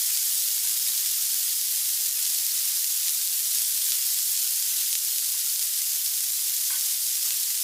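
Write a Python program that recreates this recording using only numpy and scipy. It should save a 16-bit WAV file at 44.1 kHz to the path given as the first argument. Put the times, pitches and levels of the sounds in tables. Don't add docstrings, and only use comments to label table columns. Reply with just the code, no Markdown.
import sys
import numpy as np
from scipy import signal
from scipy.fft import rfft, irfft
from scipy.io import wavfile
from scipy.ndimage import uniform_filter1d

SR = 44100
rng = np.random.default_rng(int(sys.argv[2]) if len(sys.argv) > 2 else 0)


def transcribe(u):
    v = np.clip(np.atleast_2d(u).T, -1, 1)
    q = np.round(v * 32767).astype(np.int16)
    wavfile.write(sys.argv[1], SR, q)


N = 336483
TIME = np.arange(N) / SR

# pitch_hz, level_db (per Hz)
SIZZLE_COLOUR = [(200, -50.5), (500, -35.5), (800, -29), (1300, -24.5), (2000, -18), (2500, -16.5),
                 (3100, -11), (4100, -6), (5100, 0.5), (5800, 0.4), (6800, 2), (9500, 1.5), (11800, 2.5),
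                 (15500, 0)]


def from_db(db):
    return 10 ** (np.asarray(db) / 20)


def rms_one(x):
    return x / np.sqrt(np.mean(x ** 2) + 1e-20)


def drift(rate):
    step = 20
    r = np.exp(-2 * np.pi * rate * step / SR)
    noise = rng.standard_normal(N // step + 2002)
    slow = signal.lfilter([1], [1, -2 * r, r * r], noise)[2000:]
    return np.interp(np.arange(N) / step, np.arange(len(slow)), rms_one(slow))


def colour(x, spectrum):
    size = 8192
    hz, level_db = np.transpose(spectrum)
    grid = np.maximum(np.arange(size // 2 + 1) * SR / size, 1)
    gain = from_db(np.interp(np.log(grid), np.log(hz), level_db))
    cepstrum = irfft(np.log(gain))
    cepstrum[1:size // 2] *= 2
    cepstrum[size // 2 + 1:] = 0
    impulse = irfft(np.exp(rfft(cepstrum)))
    return rms_one(signal.fftconvolve(x, impulse)[:N])


def resonate(x, hz, width_hz):
    r = np.exp(-np.pi * width_hz / SR)
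    feed = np.array([1, 0, -1]) * (1 - r * r) / 2
    back = [1, -2 * r * np.cos(2 * np.pi * hz / SR), r * r]
    return signal.lfilter(feed, back, x + 1e-18)


def cut(x, hz, kind, order=2):
    sos = signal.butter(order, min(hz, .45 * SR), kind, fs=SR, output="sos")
    return signal.sosfilt(sos, x + 1e-18)


def swells(rows):
    return sum(db * np.exp(-(2 * (TIME - s) / length) ** 2) for s, length, db in rows)


def flurries(rate, depth_db):
    flare = from_db(depth_db * drift(rate))
    return flare / uniform_filter1d(flare, size=SR // 9)


def bursts(per_s, spread_db, limit):
    sizes = from_db(spread_db * np.minimum(rng.exponential(1, N), limit))
    return sizes * (rng.random(N) < per_s / SR)


def fizz(flurry, per_s, cycles, count=20):
    out = 0
    for k, hz in enumerate(np.geomspace(600, 16000, count)):
        clicks = bursts(per_s * hz / 8000 * flurry, spread_db=1.0, limit=4.5)
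        ringing = rms_one(resonate(clicks, hz, hz / cycles))
        out = out + (-1) ** k * np.sqrt(hz) * ringing
    return colour(out, SIZZLE_COLOUR)


def crackle(flurry, per_s):
    snaps = bursts(per_s * flurry, spread_db=2.5, limit=4.6)
    return colour(cut(snaps, 230, "high"), SIZZLE_COLOUR)


def shimmer(per_s, cycles, spread_db, count=6000):
    out = np.zeros(N + 2048)
    age = np.arange(2048) / SR
    for when, pitch, weakness, damping in rng.random((count, 4))[:int(per_s * N / SR)]:
        hz = 1200 + 14500 * pitch
        life = min(cycles * (.5 + damping) / hz, .012)
        rise = 1 + 0.0014 * np.minimum(age / life, 6)
        tone = np.sin(2 * np.pi * hz * age * rise) * np.exp(-age / life)
        level = from_db(-spread_db * np.log(max(weakness, .03))) / np.sqrt(life)
        at = int(when * N)
        out[at:at + len(age)] += level * tone
    return colour(out[:N], SIZZLE_COLOUR)


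def hiss():
    return colour(rng.standard_normal(N), SIZZLE_COLOUR)


def sizzle():
    # time_s, level_db
    frying_level = [(0, 0.5), (1.1, -0.3), (1.7, -0.6), (2.3, -0.4), (3.1, -0.8), (4.1, 0), (5.1, -1),
                    (6.2, -1.5), (6.8, -0.6), (7.63, -1.2)]
    # centre_s, length_s, rise_db
    flares = [(0.67, 0.026, 1), (0.88, 0.043, 2.5), (3.08, 0.045, 2.5), (3.57, 0.11, 2.3), (3.9, 0.11, 2),
              (4.8, 0.052, 3.5), (6.9, 0.052, 2), (7.3, 0.11, 1.5)]
    # centre_s, length_s, drop_db
    lulls = [(0.6, 0.045, 2.5), (1.6, 0.14, 0.5), (2.12, 0.053, 2.7), (3.3, .12, 1), (5.0, 0.086, 1.5),
             (6.99, 0.081, 1)]
    fine_db, coarse_db = -24.5, -40
    fine_share = 0.27

    waver_db = 0.02 * drift(9)
    vigour_db = np.interp(TIME, *np.transpose(frying_level)) + waver_db - swells(lulls)
    flare_db = swells(flares)
    flurry = flurries(rate=60, depth_db=2.0)

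    oil = from_db(-7.0) * fizz(flurry, per_s=600, cycles=4.7)
    oil = oil + from_db(-7.0) * crackle(flurry, per_s=2000)
    oil = oil + from_db(-11.5) * shimmer(per_s=280, cycles=126, spread_db=2.0)
    oil = oil + from_db(-4.5) * hiss()

    forward = cut(oil, 4000, "low", order=4)
    coarse = cut(forward[::-1], 4000, "low", order=4)[::-1]
    fine = from_db(fine_db + fine_share * flare_db) * rms_one(oil - coarse)
    bubbling_db = coarse_db + flare_db + 0.44 * drift(7)
    bubbling = from_db(bubbling_db) * rms_one(coarse)
    return from_db(vigour_db) * (fine + bubbling)


def pan_ring(frying):
    # pitch_hz, width_hz, level_db (rms)
    ring_modes = [(456, 8.1, -84), (673, 5.3, -78), (775, 3, -77), (5380, 22, -56)]
    flat = colour(frying, [(hz, -db) for hz, db in SIZZLE_COLOUR])
    return sum(from_db(db) * rms_one(resonate(flat, hz, width)) for hz, width, db in ring_modes)


def kitchen():
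    # pitch_hz, level_db (per Hz)
    room_tone = [(20, -7), (40, -5), (70, 0.5), (110, 0), (170, 3), (300, 1.5), (500, -1.5), (1000, -18),
                 (3000, -41)]
    # time_s, level_db (rms)
    rumble_level = [(0, -68), (0.45, -73), (0.9, -66), (1.3, -73), (2.7, -70), (3.1, -74.5), (3.9, -70),
                    (5.05, -73.5), (7.63, -73)]
    hum_hz, hum_db = 59.5, -84.5
    level_db = np.interp(TIME, *np.transpose(rumble_level)) + 1.2 * drift(8.9)
    rumble = from_db(level_db) * colour(rng.standard_normal(N), room_tone)
    hum = from_db(hum_db) * np.sqrt(2) * np.sin(2 * np.pi * hum_hz * TIME)
    return rumble + hum


def stray_spits(per_s, top_db, range_db, count=600):
    when, weak, pitch = rng.random((count, 3))[:int(per_s * N / SR)].T
    peak_db = top_db - range_db * np.sqrt(weak)
    return np.transpose([when * N / SR, peak_db, 6800 + 5700 * pitch])


def spits(rows):
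    size = 256
    out = np.zeros(N + size)
    for s, peak_db, hz in rows:
        bassless = cut(signal.unit_impulse(size), .48 * hz, "high", order=3)
        pulse = cut(bassless, 1.45 * hz, "low")
        at = int(s * SR)
        out[at:at + size] += from_db(peak_db) * pulse / np.abs(pulse).max()
    return out[:N]


def contact(start, t60, rise_s):
    age = np.maximum(TIME - start, 0)
    swell = 1 - np.exp(-age / rise_s)
    return rng.standard_normal(N) * swell * from_db(-60 * np.minimum(age / t60, 4))


def bumps(width_hz, t60):
    # start_s, level_db (relative, before the overall gain), pitch_hz
    bump_rows = [(0.065, -66, 310), (0.638, -69, 227), (2.055, -67, 180), (2.545, -67, 195),
                 (4.72, -72, 200), (5.99, -69, 200), (6.71, -68, 190)]
    thuds = sum(from_db(db) * resonate(contact(s, t60, rise_s=0.0054), hz, width_hz)
                for s, db, hz in bump_rows)
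    return from_db(26.0) * cut(thuds, 870, "low")


def utensil():
    # start_s, level_db (relative, before the overall gain), t60_s
    touches = [(0.085, -53, 0.17), (0.642, -46, 0.17), (5.34, -47, .1), (6.701, -39, 0.25),
               (6.735, -47, 0.17), (7.305, -54, .08)]
    # pitch_hz, width_hz, level_db (relative)
    pan_modes = [(330, 370, -17), (760, 47, -6), (1010, 88, 1), (1240, 150, -6), (1520, 57, 6.5),
                 (2110, 170, 2.5), (2260, 300, -1), (3030, 640, -5)]
    push = sum(from_db(db) * contact(s, t60, rise_s=0.00074) for s, db, t60 in touches)
    ring = sum((-1) ** k * from_db(db) * resonate(push, hz, width)
               for k, (hz, width, db) in enumerate(pan_modes))
    return from_db(14.5) * ring


def scene():
    # start_s, peak_db, pitch_hz
    set_spits = [(0.1735, -6, 8400), (0.6728, -5, 9600), (1.3442, -4, 11700), (2.0679, -5, 11900),
                 (2.2283, -5, 9900), (2.4661, -4, 12000), (3.0827, -7, 6400), (3.5491, -5, 9500),
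                 (3.586, -6, 9000), (3.9046, -6, 8800), (3.9206, -5, 6300), (4.4756, -6, 9100),
                 (4.9293, -6, 6200), (4.9537, -7, 5200), (5.0495, -6, 10700), (5.1842, -5, 7100),
                 (5.8186, -4, 10000), (7.307, -10, 5000)]
    frying = sizzle()
    drops = spits(set_spits) + spits(stray_spits(per_s=50, top_db=-6.5, range_db=7))
    knocks = bumps(width_hz=190, t60=0.27) + utensil()
    mono = frying + pan_ring(frying) + kitchen() + drops + knocks
    return np.array([mono, mono])


def record(dry):
    taps = signal.firwin(601, 15550, window=("kaiser", 9), fs=SR)
    return signal.fftconvolve(dry, taps[None], mode="same", axes=1)


dry = scene()
out = record(dry)
transcribe(out)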